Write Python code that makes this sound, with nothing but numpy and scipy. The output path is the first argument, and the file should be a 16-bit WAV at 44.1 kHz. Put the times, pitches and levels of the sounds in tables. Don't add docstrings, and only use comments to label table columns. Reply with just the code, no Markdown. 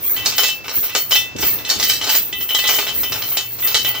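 import sys
import numpy as np
from scipy import signal
from scipy.fft import rfft, irfft
from scipy.io import wavfile

SR = 44100
rng = np.random.default_rng(int(sys.argv[2]) if len(sys.argv) > 2 else 0)


def output_pcm(signal):
    pcm = np.clip(np.atleast_2d(signal).T, -1, 1) * 32767
    wavfile.write(sys.argv[1], SR, np.round(pcm).astype(np.int16))


N = 176400

# (time [s], level [dB])
SHAKING = [(0.0, -41), (0.04, -20), (0.12, -17), (0.24, -35.5), (0.27, -22), (0.34, -36), (0.39, -17.5),
           (0.58, -35.5), (0.62, -53), (0.67, -38), (0.71, -40), (0.76, -17), (0.8, -19.5), (0.86, -19.5),
           (0.92, -38), (1.01, -19), (1.08, -31), (1.12, -18), (1.19, -21.5), (1.35, -60), (1.41, -24.5),
           (1.48, -15.5), (1.55, -21.5), (1.67, -45), (1.69, -23.5), (1.77, -38), (1.85, -19), (1.87, -25),
           (1.89, -18.5), (2.02, -35.5), (2.07, -31), (2.12, -17), (2.19, -15), (2.21, -22), (2.27, -25),
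           (2.33, -36), (2.38, -29), (2.44, -20.5), (2.47, -28.5), (2.57, -22.5), (2.67, -28), (2.68, -20),
           (2.75, -18), (2.92, -34.5), (2.96, -19), (3.01, -18.5), (3.06, -26), (3.09, -26), (3.25, -27.5),
           (3.32, -19.5), (3.36, -21), (3.4, -34.5), (3.54, -26.5), (3.58, -33), (3.65, -14), (3.78, -32.5),
           (3.83, -27.5), (3.9, -17), (3.94, -31), (4.0, -29)]


def gain(db):
    return 10 ** (np.asarray(db) / 20)


def normalise(x):
    return x / np.sqrt(np.mean(x ** 2) + 1e-18)


def loudness(rows):
    return gain(np.interp(np.arange(N) / SR, *np.array(rows).T))


def across_spectrum(rows, size):
    hz, value = np.array(rows).T
    return np.interp(np.log(np.fft.rfftfreq(size, 1 / SR) + 1), np.log(hz), value)


def shape_tone(x, rows):
    cepstrum = irfft(np.log(gain(across_spectrum(rows, size=1024))))
    cepstrum[1:512] *= 2
    cepstrum[513:] = 0
    return signal.fftconvolve(x, irfft(np.exp(rfft(cepstrum))))[:len(x)]


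def fade(fade_s, size):
    return np.exp(-np.log(1000) * np.arange(size) / SR / max(fade_s, .005))


def note(hz, fade_s, size):
    return np.sin(2 * np.pi * (hz * np.arange(size) / SR + rng.random())) * fade(fade_s, size)


def clicks(per_s, scatter_db, size):
    hits = (rng.random(size) < per_s / SR) * rng.choice([-1, 1], size)
    return hits * gain(scatter_db * np.clip(rng.standard_normal(size), -2, 2))


def stereo_noise(size):
    # (frequency [Hz], likeness [0-1])
    likeness = [(50,0.13),(150,0.07),(450,0.67),(1200,0.1),(3000,0),(6000,0.11),(16000,0.82)]
    alike = np.clip(across_spectrum(likeness, size), 0, 1)
    middle, side = rfft(rng.standard_normal((2, size)))
    return irfft(middle * np.sqrt(1 + alike) + side * np.sqrt(1 - alike) * [[1], [-1]], size)


def add_hit(out, start_s, x, db, attack_s=0.034):
    i = int(start_s * SR)
    x = x * gain(db) / np.sqrt(np.mean(x[:int(attack_s * SR)] ** 2) + 1e-18)
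    out[i:i + len(x)] += x[:N - i]


def rumble(wander):
    # (frequency [Hz], level [dB])
    air_tone = [(20,-27),(40,-17),(70,0),(120,2),(180,-6),(400,-6),(800,-10.5),(2000,-13),(6000,-15),(16000,-65)]
    air = np.array([shape_tone(x, air_tone) for x in stereo_noise(N)])
    return normalise(air) * gain(-39.5 - 3.5 * wander)


def jingle(count=24, hits_per_s=2600):
    # (centre [Hz], spread [Hz], level [dB])
    groups = [(14170,200,-4),(14690,220,-1.5),(15190,240,0)]
    # (frequency [Hz], level [dB])
    tick_tone = [(150,-15),(400,8),(1400,-12.5),(3000,-4),(6500,6),(9000,4),(12000,10),(14000,-4.5),(16000,13)]
    ringing, ticks = np.zeros((2, N)), np.zeros((2, N))
    for centre, spread, db in groups:
        for hz in centre + spread * np.linspace(-1, 1, count) * rng.uniform(.5, 1.2, count):
            hits = clicks(hits_per_s / count / len(groups), scatter_db=-2, size=N)
            ticks += hits * np.abs(hits) ** .7
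            for channel in ringing:
                channel += gain(db) * signal.oaconvolve(hits, note(hz, fade_s=0.041, size=8192))[:N]
    rasp = rng.standard_normal((2, 2048)) * fade(0.011, size=2048)
    ticks = signal.oaconvolve(ticks, rasp, axes=1)[:, :N]
    ticks = np.array([shape_tone(x, tick_tone) for x in ticks])
    return loudness(SHAKING) * (normalise(ringing) * gain(2) + normalise(ticks) * gain(-8.5))


def slack_links(count=30, hits_per_s=140):
    clinks = np.zeros(N)
    for hz in rng.uniform(790, 4500, count):
        hits = clicks(hits_per_s / count, scatter_db=-2, size=N)
        clinks += signal.oaconvolve(hits, note(hz, fade_s=0.074, size=8192))[:N]
    return loudness(SHAKING) * normalise(clinks) * gain(-20)


def run_of_hits(fade_s, strength=1, rest_s=0.13, size=11025):
    moving = np.exp(-(np.arange(size) / SR / rest_s) ** 4)
    slam = 1 + 0.91 * fade(0.087, size)
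    hits = strength * clicks(per_s=700, scatter_db=4.5, size=size) * fade(fade_s, size) * moving * slam
    hits[0] = 1.75
    return hits


def gravel_crunch(fade_s):
    # (frequency [Hz], level [dB])
    gravel_tone = [(100,-22.5),(250,-8.5),(420,2.5),(600,-1.5),(820,3.5),(1020,-1.5),(1250,4.5),(1550,2),(1780,-11.5),(2200,4),(3000,2.5),(6000,-35.5),(16000,-39)]
    return shape_tone(run_of_hits(0.79 * fade_s), gravel_tone)


def link_clash(fade_s):
    # (frequency [Hz], level [dB])
    clash_tone = [(500,-74),(1800,1),(2500,-9.5),(3300,-3),(3900,2.5),(4600,0),(5400,3.5),(6500,-1),(8000,-5.5),(9000,-14),(13000,-5),(16000,-45)]
    steel = sum(note(hz, fade_s=0.033, size=8192) for hz in rng.uniform(2003, 9000, size=40))
    steel *= 0.63 / np.linalg.norm(steel)
    steel[0] += 1
    return shape_tone(signal.fftconvolve(run_of_hits(fade_s), steel), clash_tone)


def ring_fittings(out, start_s, fade_s, low_db, main_db, high_db):
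    # (pitch [Hz], relative level [dB], fade time [s])
    low_notes = [(1988,-7,.33),(2642,0,.6),(3540,-3,.3)]
    main_notes = [(844,-15.5,0.38),(1222,-16.5,0.16),(1988,-5,0.095),(3038,4.5,.22),(3050,4,0.3),(3200,-7,0.22),(3224,0,0.14),(3450,-4,0.17),(3884,-7.5,0.17),(3970,-8,0.16)]
    high_notes = [(4427,0,.25),(4732,-12,.3),(4857,-9,.3),(5843,-11,.2)]
    for notes, db in (low_notes, low_db + 4.5), (main_notes, main_db + 0.5), (high_notes, high_db - 3.5):
        hits = run_of_hits(fade_s / 2, strength=0.4)
        total_db = 20 * np.log10(np.linalg.norm(gain(np.array(notes)[:, 1])))
        for hz, share_db, ring_s in notes:
            shifted_hz = hz * (1 + 0.0019 * rng.standard_normal())
            ring = signal.fftconvolve(hits, note(shifted_hz, ring_s, size=SR * 3 // 4))
            add_hit(out, start_s, ring, db + share_db - total_db + 0.5 * rng.standard_normal())


def chain_blows():
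    # (time [s], gravel [dB],
    # clash [dB], low ring [dB], main ring [dB], high ring [dB], fade time of the run of hits [s])
    blows = [(0.164, -35.5, -34.5, -35.5, -28.5, -44, 1), (0.252, -34.5, -25, -55.0, -52, -41, 0.82),
             (0.26, -27.5, -18.5, -55.0, -55, -21.5, 0.4), (0.322, -36.5, -44, -35.0, -30.5, -55.0, 0.26),
             (0.381, -24.5, -19.5, -39, -21.5, -55.0, 0.52), (0.433, -27.5, -21.5, -28, -24.5, -26, 0.48),
             (0.489, -52, -52, -57, -26, -47, 0.16), (0.643, -35.5, -41, -49, -53, -53, 1),
             (0.681, -30.5, -30, -62, -61, -57, 1), (0.83, -34.5, -36, -45, -49, -53, 0.96),
             (0.895, -41, -42.5, -37, -41.5, -51, 0.98), (0.95, -21.5, -20, -42.0, -27, -25, 0.25),
             (1.109, -26.0, -23.5, -57, -30, -55.0, 0.57), (1.12, -47, -22.5, -49, -18, -55.0, 0.36),
             (1.154, -36, -22, -21.5, -23.5, -55.0, 0.32), (1.362, -42, -39, -43, -56, -54, 1),
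             (1.385, -36.5, -29, -56, -58, -56, 1), (1.425, -26, -27, -35.5, -31.0, -52, 0.33),
             (1.587, -40, -42.5, -42, -54, -62, 0.17), (1.649, -40.5, -32, -33, -33.0, -55, 0.86),
             (1.692, -28.5, -22.5, -48.0, -40, -26, 0.97), (1.7, -43, -20.5, -56, -50, -19.5, 0.14),
             (1.798, -29.0, -22.5, -32, -37, -55.0, 0.41), (1.828, -39, -20, -59, -22.5, -55.0, 0.33),
             (1.895, -30, -18.0, -36, -23.5, -26, 0.46), (2.012, -30.5, -29.5, -46, -27, -55.0, 0.28),
             (2.036, -30.5, -25.5, -56, -33, -34, 0.52), (2.067, -26.5, -26.5, -62, -35, -44, 1),
             (2.092, -27.5, -21.5, -36, -25.5, -53, 0.57), (2.151, -27.5, -23.5, -60, -66, -43, 0.13),
             (2.327, -47, -37.5, -31.5, -26.5, -43, 0.17), (2.407, -43, -37, -55.0, -32, -60, 0.19),
             (2.491, -50, -34, -61, -25.0, -57, 0.17), (2.506, -34, -42, -39, -27, -55.0, 0.22),
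             (2.548, -32.5, -23, -55, -16.0, -52, 0.13), (2.589, -34.5, -25.5, -28.5, -55.0, -38.0, 0.39),
             (2.64, -28.5, -29, -30.5, -18, -46, 0.58), (2.673, -43, -21.5, -59, -25.5, -55.0, 0.6),
             (2.691, -21.5, -27, -60, -61, -55.0, 0.18), (2.739, -30.5, -26.5, -55.0, -27.5, -53.0, 0.88),
             (2.786, -22.5, -26.5, -32.5, -30.5, -30, 0.41), (2.867, -29.5, -31.5, -41.0, -23, -47, 0.35),
             (2.884, -43, -30.5, -62, -56, -35, 0.26), (3.033, -32, -30.5, -36, -30.5, -47, 0.31),
             (3.121, -30, -27.5, -37.0, -36, -32, 0.25), (3.148, -32.0, -45, -61, -60, -46, 0.32),
             (3.221, -32.5, -29.5, -53, -34, -58, 0.28), (3.28, -41, -37.5, -46, -65, -59, 0.28),
             (3.319, -37.0, -43, -67, -40.5, -63, 1), (3.37, -28.5, -22.5, -34, -21, -49, 0.23),
             (3.588, -39.5, -38, -65, -71, -59, 0.26), (3.625, -37.5, -45, -33.0, -36.5, -56, 0.48),
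             (3.673, -32, -28.5, -33, -34.0, -50, 0.7), (3.745, -25.5, -17.0, -55.0, -16.5, -29, 0.26),
             (3.848, -31, -30, -32, -20.5, -55.0, 0.35), (3.879, -33, -38, -57, -55.0, -36, 0.32),
             (3.943, -32.5, -36.5, -58, -28.5, -61, 0.96)]
    middle, side = np.zeros(N), np.zeros(N)
    for start_s, gravel_db, clash_db, low_db, main_db, high_db, fade_s in blows:
        add_hit(middle, start_s, gravel_crunch(fade_s), gravel_db)
        add_hit(middle, start_s, link_clash(fade_s), clash_db)
        add_hit(side, start_s + rng.uniform(0, .003), link_clash(fade_s), clash_db)
        ring_fittings(middle, start_s, fade_s, low_db, main_db, high_db)
    return middle, 0.51 * np.array([side, -side])


def with_yard_echo(x, left_delay_s=.000035):
    # (frequency [Hz], level [dB])
    echo_tone = [(50,0),(500,-3),(2000,-2),(6000,0.2),(16000,0.4)]
    tail = np.array([shape_tone(noise, echo_tone) for noise in stereo_noise(SR)]) * fade(0.15, SR)
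    tail *= gain(-2) / np.linalg.norm(tail[0])
    left = irfft(rfft(x) * np.exp(-2j * np.pi * np.fft.rfftfreq(N, 1 / SR) * left_delay_s), N)
    return np.array([left, x]) + signal.fftconvolve(x[None], tail, axes=1)[:, :N]


def thuds():
    # (time [s], unused peak [dB], base level [dB])
    landings = [(0.179, -33, -56), (0.241, -31, -55), (0.768, -31, -36), (0.958, -29, -54),
                (1.351, -23, -34), (1.394, -24, -35.5), (1.429, -30, -35), (1.76, -25, -36.5),
                (1.831, -25, -42), (2.098, -30, -53), (2.141, -27, -59), (2.328, -30, -43.5),
                (2.384, -27, -40.5), (2.998, -27, -37.5), (3.106, -27, -41.5), (3.799, -29, -42.5)]
    # (frequency [Hz], level [dB])
    ground_tone = [(25,-24),(70,6),(120,-4.5),(200,-4),(320,-1),(450,-5.5),(900,-28),(4000,-52)]
    out = np.zeros((2, N))
    for start_s, _, db in landings:
        for channel in out:
            add_hit(channel, start_s, shape_tone(run_of_hits(fade_s=0.45), ground_tone), db + 4)
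    return out


def far_hum(wander, hz=117.5):
    # (time [s], base level [dB])
    swell = [(0,-67.5),(2.8,-58),(3.5,-43),(4,-38)]
    tone = np.sin(2 * np.pi * hz * np.arange(N) / SR + 0.42 * wander)
    waver = gain(2 * wander[::-1] - 4)
    return loudness(swell) * waver * normalise(tone)


def scene():
    jingling = jingle()
    middle, sides = chain_blows()
    chains = with_yard_echo(middle + slack_links()) + sides + jingling + thuds()
    wander = np.interp(np.arange(N), np.linspace(0, N, 40), rng.standard_normal(40))
    return chains + rumble(wander) + far_hum(wander)


def record(dry, top_hz=15750):
    return signal.sosfilt(signal.ellip(10, .2, 80, top_hz, fs=SR, output="sos"), np.clip(dry, -1, 1))


dry = scene()
out = record(dry)
output_pcm(out)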